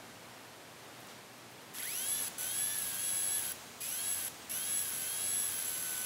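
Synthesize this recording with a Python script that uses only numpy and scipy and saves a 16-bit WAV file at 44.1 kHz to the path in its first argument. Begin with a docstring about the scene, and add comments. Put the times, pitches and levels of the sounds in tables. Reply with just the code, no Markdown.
"""A brushless motor fed through a hand-held wire

A small spindle motor on a desk makes four short runs and coasts in between. Cogging and commutation
whine at shaft orders, whole multiples of the rotation rate. The driver's current edges excite the
rotor's resonances, chiefly near 11 kHz: in a pattern that repeats each turn while it pulls at speed,
as a ragged sizzle while it sags. Fingers and wire tick faintly, and the small room hums softly."""
import sys
import numpy as np
from scipy import signal
from scipy.fft import rfft, irfft, next_fast_len
from scipy.io import wavfile
from scipy.ndimage import uniform_filter1d, map_coordinates

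SR = 44100
rng = np.random.default_rng(int(sys.argv[2]) if len(sys.argv) > 2 else 0)


def to_wav(s):
    """Save 16-bit WAV."""
    ch = np.atleast_2d(s).T  # columns
    pcm = np.round(np.clip(ch, -1, 1) * 32767)  # PCM
    wavfile.write(sys.argv[1], SR, pcm.astype(np.int16))


N = 266805

# The runs, while the wire makes contact.
# Each row: start in seconds, stop in seconds, cogging gain in dB, commutation gain in dB.
RUNS = [(1.743, 2.286, -59, -54.5), (2.382, 3.525, -56, -56.5), (3.807, 4.285, -58, -57),
        (4.498, 6.2, -58, -56.5)]
# The spectrum of drive and bearing hiss. Each row: frequency in Hz, relative spectral density in dB.
HISS_SPECTRUM = [(300, -19), (800, -5), (1500, -3), (3200, 2), (5000, -1.5), (6800, 1.5), (9300, -2.5),
                 (12800, -7), (15500, -6)]


def motor():
    """Rotating machine noise: ring, hiss and whine need current; bearing and rotor hum need only motion."""
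    speed, in_step = shaft()
    jitter = 0.00088 + 0.00196 * (1 - in_step)  # share of the speed, larger out of step
    turns = np.cumsum(speed * (1 + jitter * wobble(60))) / SR
    pace = speed / speed.max()
    ring = rotor_ring(turns, speed, pace, in_step)
    hiss = drive_hiss(turns, in_step)
    spinning = bearing(pace) + rotor_hum(turns, pace)
    powered = sum(contact(start, stop) for start, stop, _, _ in RUNS)
    return powered * (whine(turns, pace, in_step) + ring + hiss) + spinning


def shaft():
    """Inertia: speed relaxes toward each new target. Gives turns a second and lock to the drive, 0 to 1."""
    # The driver falls into step and pulls.
    # Each row: start in seconds, target in turns a second, time constant in seconds.
    pulls = [(1.731, 98.6, 0.099), (2.445, 98.6, 0.137), (2.976, 93.0, 0.027), (3.305, 95.7, 0.064),
             (3.806, 88.0, 0.278), (3.875, 94.8, 0.081), (4.496, 94.5, 0.081), (5.032, 94.5, 0.149)]
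    # The driver loses step and the shaft sags. Each row: start in seconds, target in turns a second.
    slips = [(2.199, 82.2), (2.381, 86.2), (2.756, 87.2), (3.377, 84.0), (4.14, 82.8), (4.813, 84.1),
             (5.461, 83.5)]
    sag_s, coast_s, lock_s = 0.122, 1.06, 0.027  # two time constants; time to find or lose step
    max_acceleration = 435  # turns a second per second, at the driver's current limit
    changes = [(start, target, lag, 1) for start, target, lag in pulls]
    changes += [(start, target, sag_s, 0) for start, target in slips]
    changes += [(stop, 0, coast_s, 0) for _, stop, _, _ in RUNS]
    speed, in_step = np.zeros(N), np.zeros(N)
    for start, target, lag, locked in sorted(changes):
        i = round(start * SR)
        if i < N:
            reach = max_acceleration * lag  # a larger gap closes linearly, a smaller one exponentially
            gap = np.sinh((target - speed[i]) / reach) * np.exp(-np.arange(N - i) / SR / lag)
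            speed[i:] = target - reach * np.arcsinh(gap)
            in_step[i:] = locked
    return np.abs(speed), np.clip(uniform_filter1d(in_step, size=round(lock_s * SR) + 1), 0, 1)


def contact(start, stop, ramp_s=0.0084):
    """Gating of the current: 1 while the wire touches and 0 otherwise, with short ramps."""
    t = np.arange(N) / SR
    return np.clip(np.minimum(t - start, stop - t) / ramp_s + 0.5, 0, 1)


def rotor_ring(turns, speed, pace, in_step):
    """Forced vibration: current edges, part periodic and part random, excite the rotor's modes."""
    # The rotor's modes. Each row: frequency in Hz, width in Hz, gain in dB.
    rotor_modes = [(6080, 700, -18), (7835, 315, -10.5), (11136, 755, -1.5), (15360, 480, -8)]
    # Critical speeds, where strong switching orders meet those modes.
    # Each row: speed and half width in turns a second, swell in dB when in step.
    critical_speeds = [(94.17, 1.84, 5.5), (82, 5.9, 1)]
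    regular = filtered(switching(turns), lambda hz: modal_response(hz, rotor_modes))
    regular /= np.sqrt(np.abs(uniform_filter1d(regular ** 2, size=2048)) + 1e-9)  # hold the level even
    bursts = amp(2.4 * wobble(600) + 2.0 * np.sin(2 * np.pi * turns))  # uneven, yet following the shaft
    ragged = unit(filtered(bursts * rng.standard_normal(N), lambda hz: modal_response(hz, rotor_modes)))
    # The pattern forms as the shaft gathers speed, and settles only in step near full speed.
    regular_share = np.interp(speed, [62, 75, 90, 95], [0, 0.4, 0.4, 0.6])
    regular_share += in_step * np.interp(speed, [82, 91, 95], [0, 0.48, 0.3])
    ring = np.sqrt(regular_share) * regular + np.sqrt(1 - regular_share) * ragged
    swell_db = sum(db * np.exp(-((speed - centre) / width) ** 2) for centre, width, db in critical_speeds)
    swell_db *= amp(-6.5 * (1 - in_step))  # about half as many decibels out of step
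    return amp(-39 + swell_db) * (pace + 0.017) ** 0.55 * ring


def switching(turns, size=8192, count=180):
    """Periodic excitation: current edges at the same shaft angles on every turn give a line spectrum."""
    # The strongest switching lines. Each row: shaft order, level in dB above an ordinary line.
    strong_orders = [(81, 7), (84, 16), (115, 9), (116, 16), (117, 5), (118, 6), (119, 13), (120, 7)]
    k = np.arange(count)
    strength = (k > count // 3) * np.where(k % 6 == 0, 2, 1.0)  # six poles a turn stand out
    for order, db in strong_orders:
        strength[round(order)] = amp(db)
    one_turn = irfft(strength * np.exp(2j * np.pi * rng.random(count)), size)
    return unit(np.interp(turns % 1, np.arange(size) / size, one_turn))


def whine(turns, pace, in_step):
    """Resonance: magnetic tones swell as they cross the bracket's modes, and little bass is radiated."""
    # The lines of cogging, commutation, passing magnet poles and a rotor that lags its drive.
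    # Each row: shaft order, base level in dB.
    cogging_lines = [(17, -8), (18, -1.3)]
    commutation_lines = [(36, 0), (54, -8), (72, -3), (108, -10)]
    pole_lines = [(24, -69.5), (30, -62), (42, -60.5), (48, -62), (60, -63), (66, -64), (78, -65),
                  (90, -66), (138, -72)]
    lag_lines = [(54, -67.5), (90, -61)]
    # The modes of the motor's bracket. Each row: frequency in Hz, width in Hz, gain in dB.
    bracket_modes = [(1506, 13, 9.5), (1682, 20, 0.5), (2040, 390, 3.5), (2775, 38, -1), (3220, 100, 0.5),
                     (3430, 160, -2.5), (4290, 85, 2.5), (4950, 250, -2.5), (5810, 80, 6), (5930, 520, 3),
                     (5980, 81, 3), (7700, 130, 15)]
    slip = 1 - in_step
    cogging = sum(amp(db) * contact(start, stop) for start, stop, db, _ in RUNS)
    commutation = sum(amp(db) * contact(start, stop) for start, stop, _, db in RUNS)
    commutation *= amp(0.5 * (1 - pace) - 7 * slip)  # a slow rotor draws more current; weaker out of step
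    tones = cogging * pace ** 2 * order_tones(cogging_lines, turns, flutter_db=0.5)
    tones += commutation * order_tones(commutation_lines, turns, flutter_db=0.9)
    tones += amp(-4 * slip) * pace ** 2 * order_tones(pole_lines, turns, flutter_db=2.5)
    tones += slip * order_tones(lag_lines, turns, flutter_db=2.0)

    def radiation(hz, cutoff_hz=1350):
        bass_loss = np.sqrt(1 + (cutoff_hz / (hz + 1)) ** 24)
        return (1 + np.abs(modal_response(hz, bracket_modes))) / bass_loss

    return filtered(tones, radiation)


def drive_hiss(turns, in_step):
    """Amplitude modulation: the powered motor's hiss flickers, and pulses once a turn."""
    hiss = noise(HISS_SPECTRUM)
    flicker = amp(1.6 * wobble(700) + 0.47 * np.sin(2 * np.pi * turns))
    return amp(-47 - in_step) * unit(hiss * flicker)


def bearing(pace):
    """Broadband bearing noise, its amplitude growing as the square of the speed."""
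    return amp(-50) * pace ** 2 * noise(HISS_SPECTRUM)


def rotor_hum(turns, pace):
    """Periodic forcing: unbalance gives a low hum, and nine stator teeth a faint higher tone."""
    # The spinning rotor's tones. Each row: shaft order, level in dB at full speed.
    rotor_lines = [(1, -68), (2, -69.5), (9, -68)]
    return pace ** 4 * order_tones(rotor_lines, turns, flutter_db=-2.4)


def ticks():
    """Damped transients: fingers, wire and starting rotor give noise bursts that decay exponentially."""
    # Ticks and scuffs. Each row: start in seconds, initial level in dB, centre in Hz, T60 in seconds.
    touches = [(.407, -59, 13500, .015), (.979, -59, 13500, .02), (1.005, -53, 13000, .03),
               (1.07, -51, 12000, .04), (1.084, -55.5, 3000, 0.6), (1.38, -57, 13000, .08),
               (1.513, -57, 13500, .05), (1.615, -57, 14000, .04), (1.739, -44, 11000, 0.016),
               (1.785, -38, 4500, .016), (1.826, -39, 2600, .02), (1.85, -46, 2500, 0.013),
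               (2.21, -52.5, 760, 0.99), (4.497, -37, 11000, 0.025)]
    out, t = np.zeros(N + SR), np.arange(SR // 4) / SR
    for start, db, centre, t60 in touches:
        burst = unit(filtered(rng.standard_normal(len(t)), lambda hz: resonance(hz, centre, 1.8 * centre)))
        out[round(start * SR):][:len(t)] += amp(db - 60 * t / t60) * burst
    return out[:N]


def reverberation(x):
    """Diffuse reflection: the walls add a noise-like tail that lasts longest in the bass."""
    # The room's reverberation times. Each row: frequency in Hz, T60 in seconds.
    decay_times = [(200, 0.32), (2000, 0.18), (12000, 0.23)]
    hz, t, spectrum = signal.stft(rng.standard_normal(SR // 2), SR, nperseg=256)
    decay = amp(-60 * t / along(decay_times, hz)[:, None])
    tail = signal.istft(spectrum * decay, SR, nperseg=256)[1]
    impulse_response = np.pad(tail, (150, 0)) / np.linalg.norm(tail)  # 3.4 ms behind the direct sound
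    return signal.fftconvolve(x, impulse_response)[:N]


def room_tone():
    """Ambient noise: a gently wavering continuous spectrum of air, with the lines of mains hum."""
    # The room's air noise. Each row: frequency in Hz, relative spectral density in dB.
    air_spectrum = [(15, -63), (25, -41), (91, -8), (104, -6), (122, -4), (144, -4), (227, -3.5),
                    (399, -3.5), (582, -4), (666, -3), (970, -5.5), (1530, -7.5), (1950, -8.5),
                    (12500, -20.5), (15500, -27.5)]
    # Mains harmonics. Each row: frequency in Hz, level in dB.
    mains_lines = [(120, -70), (240, -70.5)]
    t = np.arange(N) / SR
    hum = sum(amp(db) * np.sqrt(2) * np.sin(2 * np.pi * (hz * t + rng.random())) for hz, db in mains_lines)
    return amp(-51.88 + 0.54 * wobble(6.5)) * noise(air_spectrum) + hum


def order_tones(lines, turns, flutter_db):
    """Harmonic series: sines on multiples of the shaft angle, each fluttering in level on its own."""
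    tones = np.zeros(N)
    for order, db in lines:
        gain = amp(db + flutter_db * wobble(40))
        tones += gain * np.sin(2 * np.pi * (round(order) * turns + rng.random()))
    return np.sqrt(2) * tones


def modal_response(hz, modes):
    """Superposition: the complex responses of the modes add."""
    return sum(amp(db) * resonance(hz, centre, width) for centre, width, db in modes)


def resonance(hz, centre, width):
    """Two equal damped resonators in cascade, each width Hz wide: a causal peak with steep skirts."""
    return (1j * hz * width / (centre ** 2 - hz ** 2 + 1j * hz * width)) ** 2


def noise(spectrum):
    """Spectral shaping: white noise becomes coloured noise of rms 1."""
    return unit(filtered(rng.standard_normal(N), lambda hz: amp(along(spectrum, hz))))


def filtered(x, response):
    """Linear filtering: the spectrum of x is multiplied by a function of frequency."""
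    size = next_fast_len(len(x) + SR // 2)
    return irfft(rfft(x, size) * response(np.fft.rfftfreq(size, 1 / SR)), size)[:len(x)]


def wobble(rate):
    """Random modulation: a smooth curve through rate Gaussian values a second."""
    return map_coordinates(rng.standard_normal(int(N * rate / SR) + 4), [np.arange(N) * rate / SR])


def along(points, hz):
    """Interpolation of (Hz, value) points on a logarithmic frequency axis."""
    frequencies, values = np.transpose(points)
    return np.interp(np.log(hz + 1), np.log(frequencies + 1), values)


def amp(db):
    """Decibels as an amplitude ratio."""
    return 10 ** (np.asarray(db) / 20)


def unit(x):
    """Normalisation to rms 1."""
    return x / np.sqrt(np.mean(x ** 2) + 1e-20)


def scene():
    """Direct and reverberant fields of the nearby motor and wire add to the quiet room's own noise."""
    direct = motor() + ticks()
    return (direct + amp(-12.3) * reverberation(direct) + room_tone())[None]


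def record(dry):
    """Band limiting: an ideal low-pass filter removes the highest treble."""
    top_hz = 15760
    return np.array([filtered(channel, lambda hz: hz < top_hz) for channel in dry])


dry = scene()
out = record(dry)
to_wav(out)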